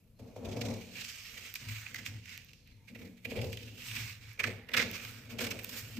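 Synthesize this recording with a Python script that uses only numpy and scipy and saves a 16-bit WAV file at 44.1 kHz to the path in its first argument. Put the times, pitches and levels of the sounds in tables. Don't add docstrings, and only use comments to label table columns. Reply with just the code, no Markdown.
import sys
import numpy as np
from scipy import signal
from scipy.io import wavfile

SR = 44100
rng = np.random.default_rng(int(sys.argv[2]) if len(sys.argv) > 2 else 0)


def inscribe(sig):
    pcm = np.round(np.clip(np.atleast_2d(sig).T, -1, 1) * 32767)
    wavfile.write(sys.argv[1], SR, pcm.astype(np.int16))


N = 264245


def from_db(db):
    return 10 ** (np.asarray(db) / 20)


def rms_one(x):
    return x / np.sqrt(np.mean(x ** 2) + 1e-20)


def in_time(rows):
    seconds, *columns = np.transpose(rows)
    return [np.interp(np.arange(N) / SR, seconds, column) for column in columns]


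def at_hz(points, hz):
    table_hz, values = np.array(points).T
    return np.interp(np.log(hz), np.log(table_hz), values)


def drift(rate_hz):
    step = 40
    r = np.exp(-2 * np.pi * rate_hz * step / SR)
    noise = rng.standard_normal(N // step + 2002)
    slow = signal.lfilter([1], [1, -2 * r, r * r], noise)[2000:]
    return np.interp(np.arange(N) / step, np.arange(len(slow)), rms_one(slow))


def bands(low_hz, count, per_octave):
    edges = low_hz * 2 ** (np.arange(count + 1) / per_octave)
    edges = np.minimum(edges, .45 * SR)
    return [(np.sqrt(a * b), signal.butter(2, [a, b], "band", fs=SR, output="sos"))
            for a, b in zip(edges, edges[1:])]


def ports(mid, side, alike, lean_db):
    alike = np.clip(alike, -1, 1)
    opposite = np.array([[1], [-1]])
    shared = np.sqrt(1 + alike) * mid
    differing = np.sqrt(1 - alike) * side * opposite
    return from_db(lean_db / 2 * opposite) * (shared + differing) / np.sqrt(2)


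def resonate(x, modes):
    out = 0
    for k, (hz, width_hz, level_db) in enumerate(modes):
        r = np.exp(-np.pi * width_hz / SR)
        poles = [1, -2 * r * np.cos(2 * np.pi * hz / SR), r * r]
        ring = signal.lfilter([(1 - r * r) / 2, 0, (r * r - 1) / 2], poles, x)
        out = out + (-1) ** k * from_db(level_db) * ring
    return out


# f/Hz, likeness [1 same, 0 unrelated, -1 opposite]
LIKENESS = [(60, .9), (350, .9), (700, .5), (1700, .65), (2400, .55), (3000, .25), (4500, -.1), (6500, .3),
            (8000, 0)]
LEAN_DB = 1.7
# f/Hz, level/dB per Hz
ROOM = [(15, -43), (25, -6), (102, -2.5), (189, -11.5), (241, -42.5), (284, -3), (449, -58), (637, -72),
        (791, -36.5), (9210, -46.5), (15800, -27.5)]
ROOM_DB = -63


def room():
    white = rng.standard_normal((2, 2, N))
    noise = 0
    for k, (hz, sos) in enumerate(bands(19.65, count=19, per_octave=2)):
        heard = ports(*signal.sosfilt(sos, white[k % 2]), at_hz(LIKENESS, hz), LEAN_DB)
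        noise = noise + from_db(at_hz(ROOM, hz)) * heard
    return from_db(ROOM_DB) * rms_one(noise)


# t/s, level near 2 kHz/dB, before its random wander
SLIDE = [(0.0, -87), (.15, -87.5), (.22, -77.5), (.4, -73.5), (.65, -61), (.89, -62.5), (1.0, -54),
         (1.47, -55), (1.53, -60.5), (1.62, -57), (1.77, -51.5), (2.0, -62), (2.11, -56), (2.22, -64.5),
         (2.33, -51.5), (2.55, -75), (2.88, -79.5), (3.0, -64.5), (3.2, -77), (3.33, -59.5), (3.72, -65.5),
         (3.99, -45), (4.1, -52), (4.33, -82), (4.44, -54.5), (4.66, -72.5), (4.77, -44.5), (4.9, -52.5),
         (5.1, -56), (5.32, -64), (5.44, -54.5), (5.66, -60), (5.77, -56.5), (5.99, -59.5)]


def sliding():
    (slide_db,) = in_time(SLIDE)
    return slide_db + 0.5 * drift(36) + 0.13 * drift(81)


def paper_effort(treble_db, low_db):
    slide_db = sliding()
    power = from_db([slide_db + low_db, slide_db, slide_db + treble_db]) ** 2 * nibbling()
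    add_bites(power, low_db)
    return np.log(power) / 2


def grain():
    sizes = from_db(0.97 * np.minimum(rng.exponential(1, N), 5))
    clumps = sizes * (rng.random(N) < 900 / SR)
    return rms_one(1 + 0.77 * signal.lfilter([1], [1, -.9], clumps))


CRACKLE_PER_S, CRACKLE_DB = 150, (11.9, 19)


def crackle():
    breaks = np.flatnonzero(rng.random(N) < CRACKLE_PER_S / SR)
    height = from_db(rng.uniform(*CRACKLE_DB, len(breaks)))
    home_band = rng.uniform(0.51, 17.8, len(breaks))
    return breaks, height, home_band


# f/Hz, level/dB per Hz
PAPER = [(650, -28.5), (950, -25.5), (1300, -18), (1750, -10), (2000, -8), (2350, 1.5), (2800, -5),
         (3300, -9.5), (5000, -14), (7500, -19), (8600, -20.5), (10200, -36), (12000, -23), (14500, -21)]
# f/Hz, left minus right level/dB
PORT_BALANCE = [(700, 2.6), (1200, -2), (2000, -7), (2600, -8), (3600, -5), (5500, -4), (8000, 2),
                (10000, -2), (14000, -10.5)]
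# t/s, treble level/dB, low-mid level/dB, air level/dB, main resonance f/Hz before its wander
SHEET = [(0.0, 10, -2, 3, 2450), (.4, 10.5, -7, -3, 2330), (.7, 11, 3, -5.5, 2240),
         (.97, 11, 6.5, -3.5, 2510), (1.25, 8, 4, -3.5, 2310), (1.5, 9, 5.5, -1.5, 2250),
         (2.0, 6, 8.5, -3, 2240), (2.2, 5.5, -1, -5, 2300), (2.4, 5.5, 2, -5, 2270),
         (2.65, 9.5, 5, -10, 2500), (3.0, 4.5, 5, 3.5, 2160), (3.5, 10, -3, -1, 2420),
         (3.8, 7.5, 8, 1, 2570), (4.1, 7.5, 8, -3, 2370), (4.5, 3, 13.5, -1.5, 2260),
         (4.68, -1, 12.5, 0.5, 2210), (4.8, 4, 9.5, -7, 2160), (5.1, 10.5, 11.5, -1, 2330),
         (5.45, 2.5, 11, -4.5, 2250), (5.7, 13, 13, 2, 2480), (5.99, 8, 11, 0.5, 2450)]
SHEET_WANDER = .022
LOW_MID_HZ, BODY_HZ, TREBLE_HZ, AIR_HZ = 1300, 2350, 5800, 13000


def paper():
    treble_db, low_db, air_db, sheet_hz = in_time(SHEET)
    sheet_hz = sheet_hz * (1 + SHEET_WANDER * drift(6.3))
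    low, body, treble = paper_effort(treble_db, low_db)
    white = rng.standard_normal((2, 2, N)) * grain()
    breaks, height, home_band = crackle()
    bank = bands(629.0, count=23, per_octave=5)
    body_power = [from_db(2 * at_hz(PAPER, hz)) * hz * .28 / SR for hz, sos in bank if 1400 < hz < 3400]
    body_rms = np.sqrt(sum(body_power))
    out = 0
    for k, (hz, sos) in enumerate(bank):
        up = np.clip(np.log(hz / BODY_HZ) / np.log(TREBLE_HZ / BODY_HZ), 0, 1)
        down = np.clip(np.log(hz / BODY_HZ) / np.log(LOW_MID_HZ / BODY_HZ), 0, 1)
        air = np.clip(np.log(hz / TREBLE_HZ) / np.log(AIR_HZ / TREBLE_HZ), 0, 1)
        slid_hz = hz * (BODY_HZ / sheet_hz) ** (1 - up)
        colour_db = at_hz(PAPER, slid_hz) + air * air_db
        fibres = white[k % 2].copy()
        fibres[0, breaks] += (-1) ** k * height * np.exp(-((k - home_band) / 4) ** 2)
        effort = np.exp(body + up * (treble - body) + down * (low - body))
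        flicker = from_db(0.75 * drift(12.0) + 1.28 * drift(2.8))
        drive = fibres * effort * flicker
        add_snaps(drive, k, up, air)
        heard = signal.sosfilt(sos, drive * from_db(colour_db) / body_rms)
        out = out + ports(*heard, at_hz(LIKENESS, hz), at_hz(PORT_BALANCE, hz))
    return out


# full at t/s, rise/s, hold/s, low hum level/dB,
# middle modes against the hum level/dB, top modes against the hum level/dB
DRAGS = [(0.204, 0.034, 0.096, -54.5, 0.5, -5), (0.366, 0.022, 0.035, -51, 3, -1),
         (.45, 0.074, .14, -41.5, -3, -5), (0.641, 0.066, 0.084, -42.5, -1, -3),
         (0.89, 0.15, 0.097, -60, 0, -5.5), (1.362, 0.15, 0.066, -67.5, 0, -1),
         (1.621, 0.043, 0.062, -44, -17, -39), (1.928, 0.065, 0.094, -56.5, -0.5, -11),
         (2.08, 0.05, 0.07, -46, -12.5, -28), (2.295, .04, .08, -60.5, -14, -20),
         (2.69, .05, 0.036, -59.5, -9, -31), (2.902, .03, 0.084, -60.5, 5, -7.5),
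         (3.016, 0.068, 0.02, -53.5, 5.5, -3.5), (3.256, 0.022, 0.093, -49.5, 1.5, -4),
         (3.354, 0.057, .09, -38, -8.5, -4.5), (3.62, .08, 0.16, -51.5, -6.5, -12),
         (3.963, 0.2, .08, -45, -14.5, -28.5), (4.18, 0.054, 0.097, -52.5, -18, -37),
         (4.452, 0.11, 0.042, -46, -3, -3.5), (4.774, 0.13, 0.07, -46, 2.5, 0),
         (4.995, .05, 0.55, -53.5, -8.5, -14.5), (5.321, 0.077, 0.023, -50, 2, -4.5),
         (5.393, 0.028, 0.058, -49.5, 7.5, 4.5), (5.525, .04, 0.049, -52.5, 1, 0),
         (5.68, 0.11, 0.071, -56.5, 0.5, -4), (5.877, 0.29, .03, -48.5, -13.5, -15.5),
         (5.97, .04, .01, -50.5, 9.5, -18)]
LET_GO_DB_PER_S = 114
# level/dB of low, middle and top modes
RESTING_DB = (-70.5, -75, -79.5)


def pressure():
    t = np.arange(N) / SR
    power = from_db(RESTING_DB)[:, None] ** 2
    for full, rise, hold, level_db, middle_db, top_db in DRAGS:
        press = np.clip(1 + (t - full) / rise, 0, 1) ** 2
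        ease = from_db(-LET_GO_DB_PER_S * np.maximum(t - full - hold, 0))
        gains = from_db(level_db + np.array([[0], [middle_db], [top_db]]))
        power = power + (press * ease * gains) ** 2
    return np.sqrt(power)


# f/Hz, width/Hz, relative level/dB
TABLE_LOW = [(52, 25, -17), (88, 14, -9), (109, 8, 0), (140, 20, -17)]
TABLE_HIGH = [(181.1, 4.4, 2.5), (232.5, 25.3, 3.5), (277.5, 61.4, -5), (316.4, 24, -7)]
TABLE_TOP = [(370.6, 12.7, -1), (453.5, 37, 3), (519.6, 75, -1.5), (604, 92, -7), (745, 140, -8),
             (840, 183, -11.5)]
# t/s, level/dB
UPPER = [(0.0, -5.5), (1.2, -3), (2.2, -7), (3.0, -11), (3.9, -13), (4.6, -7), (5.99, -7.5)]
TABLE_LIKENESS = (.97, .92, .72, .6)


def table():
    low, middle, top = pressure()
    upper = top * from_db(in_time(UPPER)[0])
    judder = from_db(0.45 * drift(40))
    knocks = jolts()
    groups = ((TABLE_LOW, low, .15), (TABLE_HIGH, middle, .6),
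              (TABLE_TOP[:3], top, 1.2), (TABLE_TOP[3:], upper, .6))
    out = 0
    for (modes, pressing, jolt_share), alike in zip(groups, TABLE_LIKENESS):
        rub = rng.standard_normal((2, N))
        scale = np.std(resonate(rub[0], modes))
        force = rub * judder * pressing + jolt_share * knocks * [[1], [0]]
        out = out + ports(*resonate(force, modes), alike, LEAN_DB) / scale
    no_deep_bass = signal.butter(2, 45, "high", fs=SR, output="sos")
    return signal.sosfilt(no_deep_bass, out)


# start t/s, end t/s, f/Hz, rms level over the whole scene/dB, before the swell
RING = [(.13, .33, 4180, -82), (2.6, 2.8, 4200, -77), (2.7, 2.84, 2120, -79), (2.76, 2.92, 920, -81),
        (4.53, 4.68, 790, -73)]


def blade_ring():
    t = np.arange(N) / SR
    out = 0
    for start, end, hz, level_db in RING:
        swell = np.sin(np.pi * np.clip((t - start) / (end - start), 0, 1)) ** .5
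        steel = rms_one(resonate(rng.standard_normal(N), [(hz, 45, 0)]))
        out = out + from_db(level_db) * swell * steel
    return out


# t/s, impulse level/dB before softening and the modes
JOLTS = [(0.195, -46.5), (0.363, -34.5), (.458, -40), (.489, -42), (0.567, -32.5), (0.614, -34),
         (2.958, -46), (3.254, -41.5), (3.319, -34.5), (3.388, -37), (3.444, -36), (4.405, -43),
         (4.478, -37), (4.693, -46), (4.801, -32.5), (5.391, -37.5)]


def jolts():
    seconds, level_db = np.transpose(JOLTS)
    hits = np.zeros(N)
    hits[[round(s * SR) for s in seconds]] = from_db(level_db)
    return signal.lfilter([1], [1, -.85], hits)


TAIL_S = 0.081


def bite(half_ms, after_db):
    t = np.arange(SR // 3) / SR
    rise = max(half_ms, 1) / 500
    u = t / rise
    burst = (u * np.exp(1 - u)) ** 6
    rustle = from_db(2 * after_db) * np.minimum(u, 1) ** 4 * np.exp(-2 * t / TAIL_S)
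    return burst + rustle, round(rise * SR)


AFTER_DB, AFTER_LAG = -13, 0.13
NIBBLES_PER_S, NIBBLE_DB, NIBBLE_MS = 14, -0.5, 4.36


def nibbling():
    sizes = rng.exponential(1, N) * from_db(2 * NIBBLE_DB)
    nibbles = (rng.random(N) < NIBBLES_PER_S / SR) * sizes
    shape, lead = bite(NIBBLE_MS, AFTER_DB)
    return 1 + np.abs(signal.fftconvolve(nibbles, shape)[:N])


# t of the top/s, rms level near 2 kHz/dB, treble against it level/dB, half width/ms (at least 1 is used)
BITES = [(0.197, -67.5, 10.5, 5.9), (0.277, -71, 10, 6), (0.367, -64.5, 10, 8.3), (0.453, -52.5, 7.5, 5.3),
         (0.492, -59.5, 11, 5.6), (0.523, -53, 6.5, 9.9), (0.569, -52, 8.5, 5.6), (0.615, -43, 8.5, 4.7),
         (0.657, -49, 11, 5.8), (0.686, -56, 14, 3.4), (0.706, -58, 13.5, 6.5), (0.74, -56.5, 14, 3.1),
         (0.818, -59, 11, 7.4), (0.978, -44.5, -2, 21), (1.015, -43.5, 4, 4.3), (1.046, -47.5, 9, 7.0),
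         (1.093, -49, 9.5, 9.7), (1.257, -51.5, 1, 11), (1.291, -54, -3, 10), (1.375, -47, -2, 3.1),
         (1.464, -51.5, 3, 16), (1.557, -44, 9, 3.7), (1.697, -51, 4, 5.7), (1.717, -49.5, 5, 8.8),
         (1.864, -41, -21, 2.8), (1.945, -40.5, 6, 1.5), (1.961, -45.5, 5, 3.7), (1.986, -48.5, 5, 5.9),
         (2.066, -46.5, 8.5, 11), (2.257, -54, 8, 2.1), (2.488, -60, 5, 3.8), (2.533, -60.5, 12, 1.5),
         (2.675, -63.5, -4, 13), (2.71, -66.5, 2, 10), (2.887, -57, 0, 11), (2.954, -48, -7, 5.1),
         (3.018, -51, -7.5, 5.3), (3.055, -57, -2, 4.9), (3.175, -61.5, 0, 4.8), (3.252, -39.5, -5, 4.8),
         (3.309, -44, -1, 8.8), (3.368, -44.5, -2, 9.5), (3.391, -40.5, -11, 2.7), (3.417, -42.5, 2.5, 3.2),
         (3.445, -46.5, 3, 3.6), (3.53, -46.5, 1, 7.5), (3.572, -39.5, 0, 0.84), (3.63, -50.5, 2, 4.5),
         (3.682, -52.5, -3, 9.4), (3.78, -53, -20, 5), (3.814, -51, -0.5, 21), (3.872, -49, 8.5, 20),
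         (3.913, -43.5, 1, 2.4), (3.966, -38, 1, 3.6), (4.237, -59, 6, 27), (4.301, -58, 6, 29),
         (4.377, -56, -8, 2.1), (4.399, -31.5, -5, 5.4), (4.44, -29.5, -4.5, 5.1), (4.471, -41.5, 2.5, 7.0),
         (4.506, -50, 0, 5.3), (4.689, -43.5, -6, 2.7), (4.717, -56, 6, 2.3), (4.741, -26, -5, 4.8),
         (4.774, -25.5, 3, 6.7), (4.799, -28.5, -0.5, 6.2), (4.818, -34.5, 4, 8.6), (4.949, -45.5, 6.5, 14),
         (5.049, -42, 6, 0.99), (5.311, -54.5, 10, 13.4), (5.39, -38.5, 5, 4.3), (5.414, -39, 9, 9.9),
         (5.445, -42, 10, 7), (5.469, -42, 8, 4.7), (5.512, -39.5, 8, 5.3), (5.592, -44.5, 4, 2.9),
         (5.644, -49, 11, 2), (5.694, -48, 12, 2.9), (5.74, -51, 8.5, 19), (5.78, -51.5, 16.5, 13.4),
         (5.971, -53, 8.5, 5.3)]
BITE_LOW_DB, BITE_LOW_FOLLOWS = -4, 0.32


def add_bites(power, low_db):
    for top, level_db, bright_db, half_ms in BITES:
        shape, lead = bite(half_ms, AFTER_DB - AFTER_LAG * (level_db + 45))
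        start = round(top * SR) - lead
        bite_low_db = low_db[start] + BITE_LOW_DB + BITE_LOW_FOLLOWS * bright_db
        levels = from_db(level_db + np.array([[bite_low_db], [0], [bright_db]]))
        power[:, start:start + len(shape)] += shape[:N - start] * levels ** 2


# t/s, relative click level/dB, treble against the usual colour level/dB
SNAPS = [(0.615, -38, 0), (1.0157, -41, -1), (1.5404, -39, 9), (1.556, -31, 4), (1.8343, -53, -5),
         (1.8665, -37, -10), (1.879, -45, 0), (1.9447, -45, 9), (1.9606, -41, -1), (2.0627, -26.5, 0.5),
         (2.257, -45, 1), (2.3767, -38.5, 7), (2.4466, -56, 10.5), (2.4934, -52, 3), (2.5333, -49, 4.5),
         (2.6746, -60, 9.5), (3.5292, -34, 2), (3.9143, -38, -2), (4.3323, -64, 11.5), (4.6937, -48, 4.5),
         (4.718, -53, 2), (4.9138, -39, 9), (5.391, -39, -2), (5.505, -50, 10.5), (5.6347, -51, 10),
         (5.646, -36, 8), (5.88, -56, 8)]


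def add_snaps(drive, k, up, air):
    seconds, level_db, bright_db = np.transpose(SNAPS)
    at = [round(s * SR) for s in seconds]
    click_db = level_db + (up + 1.83 * air ** 3) * bright_db
    drive[0, at] += (-1) ** k * 4 * from_db(click_db)


def scene():
    return room() + paper() + table() + blade_ring()


def record(dry):
    return signal.sosfilt(signal.cheby2(14, 60, 16150, fs=SR, output="sos"), dry)


dry = scene()
out = record(dry)
inscribe(out)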